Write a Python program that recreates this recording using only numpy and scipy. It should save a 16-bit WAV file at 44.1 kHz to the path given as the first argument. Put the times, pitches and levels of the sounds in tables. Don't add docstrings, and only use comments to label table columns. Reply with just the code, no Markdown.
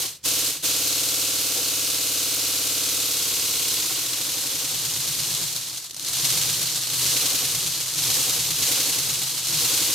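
import sys
import numpy as np
from scipy import signal
from scipy.fft import rfft, irfft, next_fast_len
from scipy.io import wavfile
from scipy.ndimage import uniform_filter1d

SR = 44100
rng = np.random.default_rng(int(sys.argv[2]) if len(sys.argv) > 2 else 0)


def put_to_file(sound):
    columns = np.atleast_2d(sound).T
    safe = np.clip(columns, -1, 1)
    whole_steps = np.round(safe * 32767)
    wavfile.write(sys.argv[1], SR, whole_steps.astype(np.int16))


N = 438354
T = np.arange(N) / SR

# frequency in Hz, gain in dB.
PLASTIC_COLOUR = [(40, -26), (200, -20), (600, -24), (900, -18), (1200, -14.5), (1800, -13), (2300, -5.7),
                  (3000, -1), (4200, 0.5), (5100, -3), (6400, -2), (9000, -5), (12500, -7), (16000, -22)]


def undb(db):
    return 10 ** (np.asarray(db) / 20)


def unit(x):
    return x / np.sqrt(np.mean(x ** 2))


def ramp(start_s, length_s):
    return np.clip((T - start_s) / length_s, 0, 1)


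def since(start_s):
    return np.maximum(T - start_s, 0)


def band(x, order, hz, kind):
    return signal.sosfiltfilt(signal.butter(order, hz, kind, fs=SR, output="sos"), x)


def colour(x, points):
    size = next_fast_len(2 * N)
    hz, db = np.transpose(points)
    bin_hz = np.maximum(np.arange(size // 2 + 1) * SR / size, 1)
    gain = undb(np.interp(np.log(bin_hz), np.log(hz), db))
    cepstrum = irfft(np.log(gain), size)
    cepstrum[1:size // 2] *= 2
    cepstrum[size // 2 + 1:] = 0
    return irfft(rfft(x, size) * np.exp(rfft(cepstrum)), size)[..., :N]


def ring(x, modes):
    return sum(undb(db) * signal.lfilter(*signal.iirpeak(hz, hz / width, SR), x)
               for hz, width, db in modes)


def fade(x, seconds):
    return signal.lfilter([1], [1, -np.exp(-1 / (seconds * SR))], x)


def impulses(times, sizes):
    return np.bincount(np.clip(np.asarray(times) * SR, 0, N).astype(int), sizes, N + 1)[:N]


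def mid_side(vibration):
    return np.array([vibration, signal.hilbert(vibration, next_fast_len(N))[:N].imag])


def free_play(speed_hz):
    return np.interp(speed_hz, [8, 12, 16, 17.3], [1.6, 1.05, .6, .02])


def crank_load(turns, dip, swell, peak_turn):
    release = 1 - dip * abs(np.cos(np.pi * turns)) ** 18
    return release * (1 + swell * np.cos(2 * np.pi * (turns - peak_turn)))


def strokes(turns, count, pattern_db, scatter_db, slop):
    angle, strength = rng.random(count), rng.standard_normal(count)
    late, harder = rng.standard_normal((200, count, 2)).transpose(2, 0, 1)
    at_turn = np.arange(len(late))[:, None] + (np.arange(count) + angle) / count
    speed_hz = np.interp(at_turn, turns, np.gradient(turns) * SR)
    at_turn = at_turn + slop * late * free_play(speed_hz)
    times = np.interp(at_turn.ravel(), turns, T, left=2 * T[-1], right=2 * T[-1])
    sizes = undb(pattern_db * strength + scatter_db * np.clip(harder, -2, 2))
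    return impulses(times, sizes.ravel())


def cycle(turns, orders_db, one_turn, passes):
    crank = np.arange(len(one_turn)) / len(one_turn)
    gains = np.concatenate([[0, 0], undb(orders_db)])
    load = crank_load(crank, dip=.7, swell=.1, peak_turn=.4)
    for _ in range(passes):
        evened = np.tanh(2 * unit(one_turn)) * load
        phases = np.angle(rfft(evened)[:len(gains)])
        one_turn = irfft(gains * np.exp(1j * phases), len(crank))
    return np.interp(turns, crank, unit(one_turn) * np.linalg.norm(gains), period=1)


def tick(ring_s, snap, tail_db=-22, tail_s=0.016):
    t = T[:SR // 12]
    envelope = np.exp(-t / ring_s) + undb(tail_db) * np.exp(-t / tail_s)
    sound = rng.standard_normal((2, len(t))) * envelope
    sound[0, 0] += snap
    return sound


def room_tone():
    # frequency in Hz, gain in dB.
    room_colour = [(25, -40), (60, 1), (130, 6), (300, -7), (1000, -14), (5000, -7), (16000, -22)]
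    return undb(-56.5) * unit(colour(rng.standard_normal((2, N)), room_colour))


def table_bump(start_s=1.56, length_s=0.018, level_db=-37.5):
    # resonance in Hz, width in Hz, relative level in dB, lag in seconds.
    table_modes = [(400, 80, -3, 0), (497, 25, 0, 0.022), (775, 35, -4, 0.004)]
    out = 0
    for hz, width, db, lag_s in table_modes:
        mode = unit(ring(rng.standard_normal((2, N)), [(hz, width, 0)]))
        envelope = np.exp(-((T - start_s - lag_s) / length_s - 1) ** 2)
        out = out + undb(level_db + db) * mode * envelope
    return out


def link_clacks(gain_db=4.5):
    # start in seconds, relative level in dB.
    snaps = [(0.7, -9), (0.7524, -16), (0.9133, -19), (1.9445, -12), (3.556, -12), (5.121, -15),
             (5.234, -14), (5.349, -9), (5.414, -12), (5.996, -17), (6.304, -8), (6.4144, -10),
             (6.8186, -17), (9.7757, -13)]
    out = np.zeros((2, 2 * N))
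    for start_s, db in snaps:
        sound, start = tick(ring_s=0.0032, snap=2.4), int(start_s * SR)
        out[:, start:start + sound.shape[1]] += undb(db + gain_db) * sound / abs(sound).max()
    return colour(out[:, :N], PLASTIC_COLOUR)


def rattle(turns, level_db, parts=8):
    out = 0
    for _ in range(parts):
        blows = strokes(turns, count=3, pattern_db=4.5, scatter_db=0, slop=.012)
        out = out + signal.oaconvolve(blows[None], tick(ring_s=0.013, snap=8.4), axes=1)[:, :N]
    return unit(colour(out, PLASTIC_COLOUR)) * undb(level_db)


def exhaust(turns, speed_hz, level_db, leak_share=0.55, puff_s=0.0039):
    # frequency in Hz, gain in dB.
    air_colour = [(150, -22.5), (600, -17), (1100, -14.5), (1800, -15), (2300, -14.5), (3100, -7.5),
                  (4200, -3.5), (5100, -5), (6400, -3), (7500, -6), (9000, -6.5), (10500, -9),
                  (12300, -8.5), (14500, -10.5), (16000, -29)]
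    # start in seconds, relative level in dB, decay in seconds.
    lone_vents = [(5.7716, -27.5, 0.014), (5.8423, -31.5, 0.02), (5.909, -26, 0.004),
                  (5.9448, -26.5, 0.003), (5.9648, -27, 0.008)]
    openings = strokes(turns, count=22, pattern_db=6, scatter_db=4.5, slop=0.0052)
    puffs = fade(openings, puff_s) + 1e-9
    puffs = abs(puffs / uniform_filter1d(puffs, size=SR // 6))
    flow = undb(level_db) * np.sqrt(leak_share + (1 - leak_share) * puffs)
    vents = sum(fade(impulses([s], [undb(db)]), decay_s) for s, db, decay_s in lone_vents)
    air = unit(colour(rng.standard_normal((2, N)), air_colour)) * np.hypot(flow, vents)
    octaves = np.log2(speed_hz / 11.5)
    top_change = band(air, 3, 12800, "high") * (undb(3 * octaves) - 1)
    body_change = band(air, 2, 1300, "low") * (undb(-0.5 * octaves) - 1)
    ports = ring(air, [(4300, 550, -10)]) * np.clip(-octaves, 0, 1)
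    return air + ports + top_change + body_change


def piston_force(turns, speed_hz, knocks_db=-12, wobble_turns=0.0024, uneven_db=0.5):
    size, drift_s = 4096, 0.0087
    orders_db = 3 * rng.standard_normal(140)
    slack = free_play(speed_hz)
    drift = unit(fade(fade(rng.standard_normal(N), drift_s), drift_s))
    backlash = wobble_turns * slack * drift
    force = unit(cycle(turns + backlash, orders_db, rng.standard_normal(size), passes=2))
    lurch = np.interp(4 * turns, np.arange(size), rng.standard_normal(size))
    knocks = 2 * undb(knocks_db) * slack * rng.standard_normal(N)
    return undb(uneven_db * slack * lurch) * (force + knocks)


def shake(force, modes, level_db, band_hz):
    body = signal.sosfilt(signal.butter(5, band_hz, "band", fs=SR, output="sos"), ring(force, modes))
    body = body / np.sqrt(uniform_filter1d(body ** 2, size=SR // 8))
    return mid_side(body) * undb(level_db)


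def frame_and_panels(turns, speed_hz, air_db):
    # resonance in Hz, width in Hz, relative level in dB.
    frame_modes = [(76, 17, -7), (113, 7.7, 4), (127.2, 9.4, 22.5), (147, 16, 17.5), (156.3, 6.2, 10)]
    panel_modes = [(284, 15, 3), (324, 40, 3.5), (391, 42, -2), (471, 22, 3), (522, 8.1, 3), (663, 25, -9),
                   (755, 17, -2.5), (950, 51, -19), (1030, 46, -7), (1096, 22, -2), (1326, 58, -9),
                   (1440, 40, -6), (1620, 100, -26), (2030, 490, -7.5)]
    # crank speed in turns per second, gain of the boom in dB, gain of the buzz in dB.
    speed_response = [(3, -23, -26.5), (5, -20, -28), (6.5, -19, -28), (7.7, -16, -24.5), (9, -16, -24.5),
                      (11, -23, -20.5), (14, -22.5, -20), (17.3, -23.5, -17)]
    at_hz, *gains_db = np.transpose(speed_response)
    boom_db, buzz_db = (air_db + np.interp(speed_hz, at_hz, db) for db in gains_db)
    force = piston_force(turns, speed_hz)
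    boom = shake(force, frame_modes, boom_db - 1.2, band_hz=[51, 172])
    buzz = shake(force, panel_modes, buzz_db + 2, band_hz=[225, 2480])
    return boom + buzz * crank_load(turns, dip=.2, swell=.25, peak_turn=.5)


def hum(turns, speed_hz, level_db, eased_hz=17.65, full_hz=18.05):
    # multiple of the crank speed, relative level in dB.
    harmonics = [(2, -75), (3, -71), (4, -63), (5, -60), (6, -51), (7, -60), (8, -57), (9, -62), (10, -68),
                 (11, -76), (12, -58), (13, -62), (14, -57), (15, -51), (16, -53), (17, -55), (18, -52),
                 (19, -66), (20, -61), (21, -54), (22, -73), (23, -54), (24, -64), (25, -60), (26, -51),
                 (27, -51), (28, -53), (29, -56), (30, -55), (31, -63), (32, -66), (33, -79), (34, -72),
                 (35, -57), (36, -58), (37, -57), (38, -79), (39, -74), (40, -60), (41, -61), (42, -69),
                 (43, -64), (44, -63), (45, -66), (46, -66), (47, -67), (48, -69), (49, -65), (50, -68),
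                 (51, -67), (52, -64), (53, -70), (54, -61), (55, -64), (56, -60), (57, -66), (58, -66),
                 (59, -70), (60, -59), (61, -65), (62, -56), (63, -62), (64, -63), (65, -65), (66, -69),
                 (67, -61), (68, -65), (69, -65), (70, -68), (71, -63), (72, -57), (73, -59), (74, -58),
                 (75, -61), (76, -63), (77, -63), (78, -67), (79, -64), (80, -58), (81, -68), (82, -63),
                 (83, -70), (84, -68), (85, -64), (86, -63), (87, -67), (88, -61), (89, -70), (90, -66)]
    # multiple of the crank speed, change in dB.
    eased_changes = [(4, 1), (6, -2), (8, 2), (12, 0), (15, -5), (18, -3), (20, 3), (23, -3), (26, 0),
                     (28, -5), (32, 4), (34, 8), (35, -6), (37, -5), (38, 11), (39, 9), (40, -2), (44, 0),
                     (58, 0), (61, 3), (64, 0), (68, 1), (73, -6), (78, -1), (84, 4), (90, 0)]
    multiple, full_db = np.transpose(harmonics)
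    eased_db = full_db + np.interp(multiple, *np.transpose(eased_changes))
    one_turn = rng.standard_normal(4096)
    full, eased = (cycle(turns, db, one_turn, passes=12) for db in (full_db, eased_db))
    share = np.interp(speed_hz, [eased_hz, full_hz], [0, 1])
    return undb(level_db) * mid_side(share * full + (1 - share) * eased)


def air_drive():
    # time in seconds, crank speed in turns per second.
    cruise = [(0.75, 18.45), (0.92, 18.58), (3.02, 18.05), (3.17, 17.7), (3.3, 17.56), (3.63, 17.48),
              (3.72, 17.23), (3.8, 16.6), (3.91, 15.56), (4.02, 14.35), (4.3, 11.76), (4.5, 11.28),
              (4.91, 8.91), (5.35, 8.53)]
    # time in seconds, air level in dB.
    supply = [(0.75, -24.5), (1.9, -25.5), (3.75, -25), (4.05, -27), (5.35, -26)]
    # cut in seconds, return in seconds, burst on return in dB.
    stalls = [(0.006, 0.224, 1.5), (0.484, 0.61, 1.5)]
    # start, pressure rise, hold and spin-up in seconds, top speed in turns per second.
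    surges = [(5.87, 0.39, 0.0096, 0.605, 8.49), (6.67, 0.37, 0.14, 0.635, 11.02),
              (7.758, 0.31, 0.07, 0.48, 10.56), (8.39, 0.24, 0.095, 0.367, 11.69),
              (9.211, 0.38, 0.18, 0.847, 13.94)]
    stall_s, restart_s, burst_s = 0.225, 0.032, 0.099
    surge_db, leak_db_per_s = -22, 7.5
    friction_hz_per_s, coast_onset_s = 11.8, 0.1
    running = 1 - ramp(start_s=5.38, length_s=0.75)
    speed_hz = np.interp(T, *np.transpose(cruise)) * running
    air = undb(np.interp(T, *np.transpose(supply))) * running ** 1.12
    for cut_s, back_s, burst_db in stalls:
        share = np.maximum(1 - ramp(cut_s, stall_s), ramp(back_s, restart_s))
        burst = undb(burst_db * (T > back_s) * np.exp(-(since(back_s) / burst_s) ** 2))
        speed_hz, air = speed_hz * share, air * share ** 1.96 * burst
    for opens_s, rise_s, hold_s, spin_up_s, top_hz in surges:
        leaked_db = leak_db_per_s * since(opens_s + rise_s + hold_s)
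        pressure = ramp(opens_s, rise_s) * undb(surge_db - leaked_db)
        coasting_s = np.hypot(since(opens_s + spin_up_s), coast_onset_s) - coast_onset_s
        revs_hz = top_hz * np.sin(np.pi / 2 * ramp(opens_s, spin_up_s)) - friction_hz_per_s * coasting_s
        speed_hz, air = np.maximum(speed_hz, revs_hz), np.maximum(air, pressure)
    return np.maximum(speed_hz, 1), 20 * np.log10(air + 1e-4)


def scene():
    # frequency in Hz, gain of the side signal in dB.
    stereo_width = [(60, -8), (110, -24), (200, -17.5), (380, -19.5), (700, -15.5), (1290, -14),
                    (2380, -17), (4400, -6.5), (8120, -4.5), (15000, -0.5)]
    creep_hz, slack_hz, tight_hz, slack_spot_s = 3.6, 15.5, 17.25, 2.0311
    speed_hz, air_db = air_drive()
    turns = np.cumsum(speed_hz) / SR
    turns += -np.interp(slack_spot_s, T, turns) % 1
    tight = np.interp(speed_hz, [slack_hz, tight_hz], [0, 1])
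    body = np.sqrt(1 - tight) * frame_and_panels(turns, speed_hz, air_db)
    body += np.sqrt(tight) * hum(turns, speed_hz, air_db + 24.7)
    venting = np.minimum(speed_hz / creep_hz, 1)
    hiss = undb(-1.5) * exhaust(turns, speed_hz, air_db + 20 * np.log10(venting))
    hiss += venting * rattle(turns, air_db - 5.5)
    hiss += band(hiss, 2, 1750, "low") * (undb(-5.5 * tight) - 1)
    mid, side = room_tone() + link_clacks() + table_bump() + hiss + body
    side = colour(side, stereo_width)
    return np.array([mid + side, mid - side])


def record(dry):
    return signal.sosfilt(signal.ellip(10, .2, 80, 16100, fs=SR, output="sos"), dry)


dry = scene()
out = record(dry)
put_to_file(out)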